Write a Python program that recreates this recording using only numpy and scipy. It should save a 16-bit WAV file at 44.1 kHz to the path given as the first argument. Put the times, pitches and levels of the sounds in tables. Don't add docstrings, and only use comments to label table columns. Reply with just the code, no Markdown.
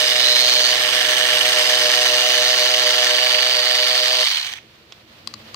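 import sys
import numpy as np
from scipy import signal
from scipy.fft import rfft, irfft
from scipy.io import wavfile

SR = 44100
rng = np.random.default_rng(int(sys.argv[2]) if len(sys.argv) > 2 else 0)


def amplitude_ratio(level_db):
    exponent = np.asarray(level_db, float) / 20
    return 10 ** exponent


def wav_out(sig):
    wavfile.write(sys.argv[1], SR, np.round(np.clip(np.atleast_2d(sig).T, -1, 1) * 32767).astype(np.int16))


N = 244755

GEAR_RATIO = 5
RUNNING_SPEED = 124
POWER_OFF_S = 4.238
# time in seconds, load in dB, gear case turned to the listener (-1..1).
HOLD = [(0, -3.5, -.2), (.3, -4.5, 0.44), (.62, -4, 0.29), (.88, -5, -0.74), (1.3, -2.5, -0.52),
        (1.9, -0.5, -0.15), (2.5, -1, -0.037), (3.05, -1, -0.57), (3.5, -3.5, -0.26), (4.2, -3.5, 0.33)]
# frequency in Hz, left minus right in dB.
TILT = [(60, -11.5), (110, -15), (200, 1), (380, -11), (700, 0.5), (1290, 0.5), (2380, -11.5), (4400, -1),
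        (8120, 9.5), (15000, 5.5)]


def rms_one(x):
    return x / np.sqrt(np.mean(x ** 2) + 1e-20)


def in_time(rows):
    s, *columns = np.transpose(rows)
    return [np.interp(np.arange(N) / SR, s, c) for c in columns]


def ramp(start_s, length_s):
    return np.clip((np.arange(N) / SR - start_s) / length_s, 0, 1)


def since(start_s):
    return np.maximum(np.arange(N) / SR - start_s, 0)


def rfft_hz():
    return np.arange(2049) * SR / 4096


def colour(x, points, share=1, rings=()):
    hz, db = np.transpose(points)
    grid = rfft_hz()
    gain_db = np.interp(np.log(np.maximum(grid, 1)), np.log(hz), share * db)
    gain_db += sum(top_db / (1 + (2 * (grid - ring_hz) / width) ** 2) for ring_hz, width, top_db in rings)
    folded = irfft(gain_db * np.log(10) / 20)
    folded[1:2048] *= 2
    folded[2049:] = 0
    response = irfft(np.exp(rfft(folded)))[None, :1500]
    return signal.oaconvolve(np.atleast_2d(x), response, axes=1)[:, :N]


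def resonate(x, hz, width):
    r = np.exp(-np.pi * width / SR)
    poles = [1, -2 * r * np.cos(2 * np.pi * hz / SR), r * r]
    return signal.lfilter([(1 - r * r) / 2, 0, (r * r - 1) / 2], poles, x)


def band(x, low_hz, high_hz, order=2):
    return signal.sosfilt(signal.butter(order, [low_hz, high_hz], "band", fs=SR, output="sos"), x)


def drift(rate):
    return rms_one(band(rng.standard_normal(N), max(rate / 10, 2), rate, order=1))


def armature():
    # time in seconds, armature turns per second.
    held_speed = [(0.0, 124.55), (0.25, 123.09), (0.5, 123.84), (0.75, 123.78), (1.0, 124.17),
                  (1.25, 124.17), (1.5, 124.09), (1.75, 123.72), (2.0, 123.52), (2.25, 123.88),
                  (2.5, 124.62), (2.75, 123.96), (3.0, 123.95), (3.25, 124.36), (3.5, 124.43),
                  (3.75, 124.34), (4.0, 125.1), (4.24, 126.2)]
    drop, drop_s, friction = 4.5, 0.014, 330
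    age = since(POWER_OFF_S)
    lost = drop * (1 - np.exp(-age / drop_s)) + friction * age
    return np.cumsum(np.maximum(in_time(held_speed)[0] - lost, 1)) / SR


def hum(turns):
    # armature order, ripple multiple, level in dB, polarity.
    hum_lines = [(2, 1, -11, 1), (3, 0, -1, 1), (4, -1, -11, -1), (6, -2, -10, 1), (1, 3, -10, 1),
                 (7, -1, -10, -1), (5, -1, -4, 1), (4, 0, -3, -1), (3, 1, 8, 1), (2, 2, -1, 1),
                 (7, -2, -3, 1), (6, -1, 6, -1), (5, 0, 13, 1), (4, 1, 5, 1), (3, 2, 9, 1), (2, 3, 0, 1),
                 (6, 0, -5, -1), (5, 1, 6, 1), (4, 2, -3, -1), (3, 3, -2, 1), (2, 4, -4, 1), (7, 0, -4, 1),
                 (6, 1, -4, 1), (5, 2, -7, -1), (7, 1, -5, 1), (6, 2, -8, 1), (5, 3, -7, 1),
                 (9, -1, -8, -1), (11, -2, -8, 1), (10, -1, -3, -1), (9, 0, -1, 1), (8, 1, -1, 1),
                 (10, 0, -5, 1), (12, -1, -4, 1), (11, 0, -6, 1), (10, 1, 1, -1), (9, 2, -2, -1),
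                 (14, -1, -7, 1), (1, 4, -10, 1), (4, 3, -9, -1), (8, 3, -3, 1), (11, 2, -6, -1)]
    # order of the blade turn, level in dB.
    shaft_lines = [(5, -73), (6, -64), (10, -71), (11, -66), (12, -58.5), (13, -60.5), (18, -56)]
    # frequency in Hz, density in dB per Hz.
    whirr_colour = [(30, -45), (60, -23), (110, 3), (160, -9.5), (200, -8.5), (300, -7), (600, 7),
                    (1400, -17.5)]
    ripple_hz, ripple_start, waver_db, lead_samples = 120.045, .145, .6, 8
    t = np.arange(N) / SR
    ripple = ripple_hz * t + ripple_start
    lines = 0
    for order, multiple, db, sign in hum_lines:
        level = amplitude_ratio(db + waver_db * drift(5.0))
        lines = lines + sign * level * np.cos(2 * np.pi * (order * turns + multiple * ripple))
    shaft, shaft_fade_db = 0, 4.5 * since(1.74)
    for order, db in shaft_lines:
        phase = 2 * np.pi * order * turns / GEAR_RATIO + order
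        shaft = shaft + amplitude_ratio(db + 8.5 - shaft_fade_db) * np.cos(phase)
    current = amplitude_ratio(-2500 * np.clip(t - POWER_OFF_S, 0, .04))
    hum_db = -25 + in_time(HOLD)[0]
    steady = current * (amplitude_ratio(hum_db) * rms_one(lines) + shaft)

    whirr_db = -41 - 4 * since(2.3)
    slowing = np.gradient(turns) * SR / RUNNING_SPEED
    both, apart = rms_one(colour(rng.standard_normal((2, N)), whirr_colour))
    whirr = amplitude_ratio(whirr_db) * slowing * (both + amplitude_ratio(-8.5) * apart * [[1], [-1]])
    return np.vstack([steady, np.roll(steady, lead_samples)]) + whirr


def singing(drive, hz, width):
    shaken = drive * (rng.standard_normal((3, N)) + 1j * rng.standard_normal((3, N)))
    r = np.exp(-np.pi * width / SR)
    turning_tone = np.exp(2j * np.pi * np.cumsum(hz) / SR)
    return rms_one((signal.lfilter([1], [1, -r], shaken) * turning_tone).real)


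def gears(turns):
    # place in armature turns, blade plate in dB, low case in dB,
    # high case in dB, guard in dB.
    contacts = [(0.0, 10, 2, 0, 2), (.3, 2, 8, -4, 7), (.72, 8, 3, -2, 3), (1.12, -2, 6, -4, 2),
                (1.42, -8, 5, 0, 3), (1.6, 0, -8, -4, -4), (1.9, -3, -8, -8, 7), (2.12, -8, -8, -6, 4),
                (2.36, -1, -6, -8, 1), (2.45, -9, 7, 2, -6), (2.84, -2, -5, -3, 3), (3.22, -2, -1, -8, -1),
                (3.42, -9, 5, 0, 3), (3.72, -6, 3, -2, -6), (4.06, 4, -9, -9, -9), (4.42, -3, 8, 0, 0),
                (4.6, -4, 4, -2, -2), (4.8, 6, -9, -3, 1), (4.92, 6, 8, -2, 3)]
    # level in dB, share of load, dB per unit of turning.
    part_rules = [(-23, 0.11, -0.7), (-25.5, 0.34, -2), (-24, 0.24, 1), (-29.5, 0.035, 0.4)]
    # low edge in Hz, high edge in Hz.
    part_edges = [(560, 2847), (2550, 3570), (3600, 4930), (5400, 19800)]
    burst_s = [0.0014, 0.0011, 0.001, 0.0012]
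    scatter_db = [-3, 1, 2, 3]
    rub_db = [4, -1, 3, 4]
    part_trim_db = [0.19, 5.25, 4.68, 5.84]
    speed_power = [0.57, 1.01, 0.93, 0.74]
    # frequency in Hz, width in Hz, Hz per unit of turning.
    singing_modes = [(1797, 173, 40), (3010, 117, -0.5), (4987, 190, 60.5), (6145, 190, 30)]
    # time in seconds, plate, low case, high case, guard in dB.
    facing = [(0, -33.5, -30, -28.5, -40), (.25, -33, -29.5, -28.5, -40), (.5, -36, -27.5, -30, -32.5),
              (.7, -32.5, -30, -36, -31), (.85, -33, -31, -33, -65), (1.1, -28.5, -30.5, -34.5, -34),
              (1.3, -30.5, -29, -35, -41), (1.65, -29.5, -31, -28, -37), (2.0, -31, -31, -31, -35),
              (2.3, -31.5, -25.5, -35, -34), (2.7, -32.5, -34.5, -34, -36), (3.05, -30.5, -33, -33, -36),
              (3.4, -35, -34, -56, -69), (3.8, -36.5, -37, -37, -52.5), (4.2, -41, -30, -33, -48),
              (4.5, -34.5, -26, -39, -37)]
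    # time in seconds, Hz above rest.
    grip = [(0, -70), (.25, -30), (.5, 110), (.8, 30), (1.1, 110), (1.3, -20), (2.8, -35), (3.5, 0),
            (4.1, 90)]
    # frequency in Hz, density in dB per Hz.
    housing = [(200, -60.5), (600, -20.5), (1000, -13.5), (1400, -12), (1700, -9.5), (2500, 2.5), (3200, 4),
               (5000, -3.5), (6300, -10), (7000, -21.5), (8600, -24.5), (9500, -33.5), (12500, -26),
               (14300, -64), (16000, -27)]
    # frequency in Hz, width in Hz, height in dB.
    housing_rings = [(700, 200, 4), (1800, 160, 2.5), (2340, 120, 3), (2960, 200, 3), (3480, 150, 3),
                     (4470, 190, 4), (6230, 200, 1.5), (8450, 300, 4), (11650, 300, 7), (15700, 250, 20)]
    # frequency in Hz, width in Hz, level in dB.
    guard_modes = [(8410, 320, -43), (11630, 70, -46.5)]
    # time in seconds, level in dB.
    guard_facing = [(0, -1), (.7, -8), (.9, 0.5), (1.5, 1.5), (2.0, -2), (2.5, -9), (3.2, -7), (4.2, -10),
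                    (4.4, -10), (4.52, 0.5)]
    # time in seconds, dB above the chatter.
    catch_rows = [
        (4.481, 9),
        (4.528, 14),
        (4.536, 17),
        (4.566, 2),
        (4.573, 10),
    ]

    place, *strength_db = np.transpose(contacts)
    blade_turns = np.arange(turns[-1] // GEAR_RATIO + 1)
    when = (GEAR_RATIO * blade_turns[:, None] + place).ravel()
    luck = rng.standard_normal((len(when), 5))
    when = when + 0.024 * luck[:, 4]
    at = np.minimum(np.searchsorted(turns, when), N - 1)
    white = rng.standard_normal((3, N))
    catches = np.full(N, 1e-18)
    catches[[round(s * SR) for s, _ in catch_rows]] = [amplitude_ratio(db) for _, db in catch_rows]

    load_db, turned = in_time(HOLD)
    facing_db, grip_hz = in_time(facing), in_time(grip)[0]
    slowing = np.gradient(turns) * SR / RUNNING_SPEED
    wander = drift(30)
    throb_db = 3.5 * np.cos(2 * np.pi * (turns - .45))
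    out = 0
    for k, (db, share, turn_db) in enumerate(part_rules):
        level_db = db + share * load_db + turn_db * turned
        if k == 3:
            level_db = level_db - ramp(3.19, 0.36)
        blows = np.zeros(N)
        blows[at] = amplitude_ratio(np.resize(strength_db[k], len(at)) + luck[:, k]) * (when < turns[-1])
        decay = np.exp(-1 / (burst_s[k] * SR))
        bursts, caught = signal.lfilter([1], [1, -decay], [blows + 1e-18, catches])
        bursts = rms_one(bursts) + caught
        rub = amplitude_ratio(rub_db[k] + 1.6 * wander + throb_db) * slowing ** .4
        drive = np.hypot(bursts * amplitude_ratio([[0], [-2], [-2]]), rub)
        spread = amplitude_ratio([[0], [scatter_db[k]], [scatter_db[k]]])
        rung = colour(drive * white * spread, housing, rings=housing_rings)
        hz, width, swing_hz = singing_modes[k]
        mode_hz = hz + swing_hz * turned
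        if k == 1:
            mode_hz = mode_hz + grip_hz
        fade = slowing ** speed_power[k]
        out = out + amplitude_ratio(facing_db[k] - 0.5) * fade * singing(drive, mode_hz, width)
        low_hz, high_hz = part_edges[k]
        out = out + amplitude_ratio(level_db + part_trim_db[k]) * fade * rms_one(band(rung, low_hz, high_hz))
    for hz, width, db in guard_modes:
        level = amplitude_ratio(db + in_time(guard_facing)[0])
        out = out + level * slowing * singing(drive, np.full(N, hz), width)
    return out


def worm_tooth(turns):
    # time in seconds, level in dB, spread of ring pitch from blow to blow.
    pressure = [(0, -36, .045), (.16, -34, 0.043), (.25, -25.5, 0.023), (.45, -27, 0.037), (.7, -28, 0.041),
                (.85, -58, 0.06), (1.9, -34.5, 0.071), (2.6, -31, 0.06), (3.05, -32.5, 0.03),
                (3.3, -29.5, 0.01), (3.9, -30, 0.012), (4.2, -33.5, .02)]
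    place, rise_s, phase_spread = 0.34, 0.0019, .18
    slowing = np.gradient(turns) * SR / RUNNING_SPEED
    ring_hz = 4606 - 860 * (1 - ramp(0, 0.76)) - 806 * (1 - slowing)
    level_db, pitch_spread = in_time(pressure)
    level_db = level_db - 211.5 * since(4.41)
    count = np.floor(turns + 1 - place).astype(int)
    struck = np.searchsorted(count, count)
    age = np.minimum((np.arange(N) - struck) / SR, .05)
    luck = rng.standard_normal((count[-1] + 1, 3))[count].T
    shape = age / rise_s * np.exp(1 - age / rise_s * 2)
    blow_hz = ring_hz * (1 + pitch_spread[struck] * luck[1])
    swing = np.sin(2 * np.pi * (blow_hz * age + phase_spread * luck[2]))
    return amplitude_ratio(level_db + 24.0 + 0.19 * luck[0]) * shape * swing


def anvil(turns):
    # place in armature turns, frequency in Hz, width in Hz, level in dB.
    plate_modes = [(4.74, 1100, 400, -48), (4.95, 1790, 250, -38), (.74, 2000, 250, -40),
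                   (.28, 2950, 350, -38)]
    speed = np.gradient(turns) * SR
    load_db = in_time(HOLD)[0]
    out = 0
    for place, hz, width, db in plate_modes:
        passing = np.diff(np.floor((turns - place) / GEAR_RATIO), prepend=0) > 0
        strikes = passing * amplitude_ratio(2 * rng.standard_normal(N))
        blows = np.convolve(strikes, np.hanning(30), "same") * rng.standard_normal(N)
        blows = blows * (speed / speed[0]) ** 3
        rung = resonate(resonate(blows + 1e-18, hz, width), hz, 2 * width)
        out = out + amplitude_ratio(db + 1.5 * load_db) * rms_one(rung)
    return out


def ports(x, pan_db):
    lead_samples = 4
    late = np.concatenate([np.zeros(lead_samples), x[:-lead_samples]])
    left = colour(x * amplitude_ratio(pan_db / 2), TILT, share=0.83)
    right = colour(late / amplitude_ratio(pan_db / 2), TILT, share=-0.36)
    return np.vstack([left, right])


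def room(x):
    t60_s, level_db = .36, -19
    age = np.arange(SR // 4) / SR
    tail = rng.standard_normal((2, len(age))) * amplitude_ratio(-60 * age / t60_s) * (age > .004)
    tail = band(tail, 500, 7000, order=1)
    return amplitude_ratio(level_db) * signal.oaconvolve(x, tail / np.sqrt(np.sum(tail[0] ** 2)), axes=1)[:, :N]


def air():
    # frequency in Hz, density in dB per Hz.
    air_colour = [(18, -53), (30, -2), (141, -4), (221, -7), (266, -11), (303, -1), (374, -1), (473, -2.5),
                  (822, -19.5), (2900, -22), (9970, -40), (13000, -40), (14800, -37), (16000, -38)]
    # frequency in Hz, correlation (-1..1).
    likeness = [(60, 1), (240, 0.99), (950, -0.038), (3770, -0.031), (15000, -0.39)]
    # frequency in Hz, left minus right in dB.
    balance = [(60, 5), (110, -5), (200, 10), (380, -0.5), (700, -6), (1290, 0), (2380, -1.5),
               (4400, -13.5), (8120, 8), (15000, -11)]
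    # frequency in Hz, width in Hz, level in dB.
    far_lines = [(112, 19, -67.5), (221, 24, -63), (316, 32, -68)]
    mid, side = rms_one(colour(rng.standard_normal((2, N)), air_colour))
    alike = [(hz, 10 * np.log10(1 + np.clip(c, -.9, .97))) for hz, c in likeness]
    apart = [(hz, 10 * np.log10(1 - np.clip(c, -.9, .97))) for hz, c in likeness]
    mid, side = colour(mid, alike)[0], colour(side, apart)[0]
    left = colour(mid + side, balance, share=0.025)
    right = colour(mid - side, balance, share=-0.63)
    pair = np.vstack([left, right])
    creep_s = since(4.94)
    rumble = amplitude_ratio(-51.5 + 7 * creep_s) * rms_one(band(pair, 25, 1260))
    hiss = amplitude_ratio(-49 + 11 * creep_s + 1.1 * drift(6.3)) * rms_one(band(pair, 723, 14000))
    far = 0
    for hz, width, db in far_lines:
        far = far + amplitude_ratio(db) * rms_one(resonate(resonate(rng.standard_normal(N), hz, width), hz, width))
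    return rumble + hiss + far * amplitude_ratio(-3 + 13 * ramp(4.97, 0.39))


def clicks():
    # time in seconds, peak in dB, left minus right in dB, ring in Hz, table thud in dB.
    ticks = [
        (4.586, -24, -8.5, 2170, -40),
        (4.923, -16, -7, 3150, -36),
        (4.9275, -27, -7, 3150, -40),
        (4.9305, -30, -7, 3000, -40),
        (5.2737, -7, 8, 4280, -25.5),
        (5.339, -14, 9, 4000, -22),
        (5.3415, -21, 9, 4000, -30),
        (5.544, -11, 8, 4170, -24),
    ]
    # share of the ring frequency, level in dB, 60 dB decay in seconds.
    metal_modes = [(0.549, 1.5, 0.0042), (.74, -11, 0.035), (.86, -15, 0.013), (1.0, -2, 0.019),
                   (1.14, -1, 0.019), (1.35, 5.5, 0.0042), (1.75, -7, 0.0076), (2.1, -4, 0.0034),
                   (2.6, -14, 0.0038), (3.2, -11, 0.0032)]
    thud_hz, thud_t60_s, damping = 1075, 0.019, .42
    bounce_s, bounce_db = .0015, -4
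    out = np.zeros((2, N))
    for s, db, pan_db, ring_hz, thud_db in ticks:
        at = round(s * SR)
        age = np.arange(min(N - at, SR // 10)) / SR
        thud = (1 - np.exp(-age / 0.0016)) * amplitude_ratio(-60 * age / thud_t60_s) * np.sin(2 * np.pi * thud_hz * age)
        tick = amplitude_ratio(thud_db + 12.0) * thud
        swell = 1 - np.exp(-age / 0.00018)
        for share, mode_db, t60 in metal_modes:
            level = amplitude_ratio(mode_db - 8.0 + rng.normal(0, 1.0))
            ring = np.sin(2 * np.pi * (share * ring_hz * age + rng.random()))
            tick += level * swell * amplitude_ratio(-60 * age / t60 / damping) * ring
        lag = round(bounce_s * SR)
        tick[lag:] += amplitude_ratio(bounce_db) * tick[:-lag]
        out[:, at:at + len(age)] += amplitude_ratio(db) * tick * amplitude_ratio([[pan_db / 2], [-pan_db / 2]])
    return out


def scene():
    turns = armature()
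    pan_db = -3.5 + 0.5 * in_time(HOLD)[0] + 0.28 * since(0)
    direct, left, right = amplitude_ratio(0.5) * gears(turns)
    scatter = np.vstack([colour(left, TILT, share=0.47), colour(right, TILT, share=-0.012)])
    struck = direct + worm_tooth(turns) + anvil(turns)
    tool = band(ports(struck, pan_db) + scatter, 420, 19000, order=3)
    taps = clicks()
    duck_db = -9 * (1 - ramp(4.32, .2))
    return tool + taps + room(taps + amplitude_ratio(2) * tool) + hum(turns) + air() * amplitude_ratio(duck_db)


def low_pass(x):
    return signal.sosfilt(signal.butter(12, 16710, fs=SR, output="sos"), x)


def record(dry):
    # frequency in Hz, width in Hz, depth in dB.
    port_notches = [(9500, 680, -17), (10900, 1400, -14)]
    right = colour(dry[1], [(20, 0), (20000, 0)], rings=port_notches)
    pair = np.vstack([dry[0], right])
    rounded = .97 * np.tanh(pair / .97)
    thin = signal.lfilter(*signal.butter(3, 60, "high", fs=SR), rounded)
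    top_cut = signal.cheby2(20, 60, 16000, fs=SR, output="sos")
    mix = signal.sosfilt(top_cut, thin)
    return low_pass(mix)


dry = scene()
out = record(dry)
wav_out(out)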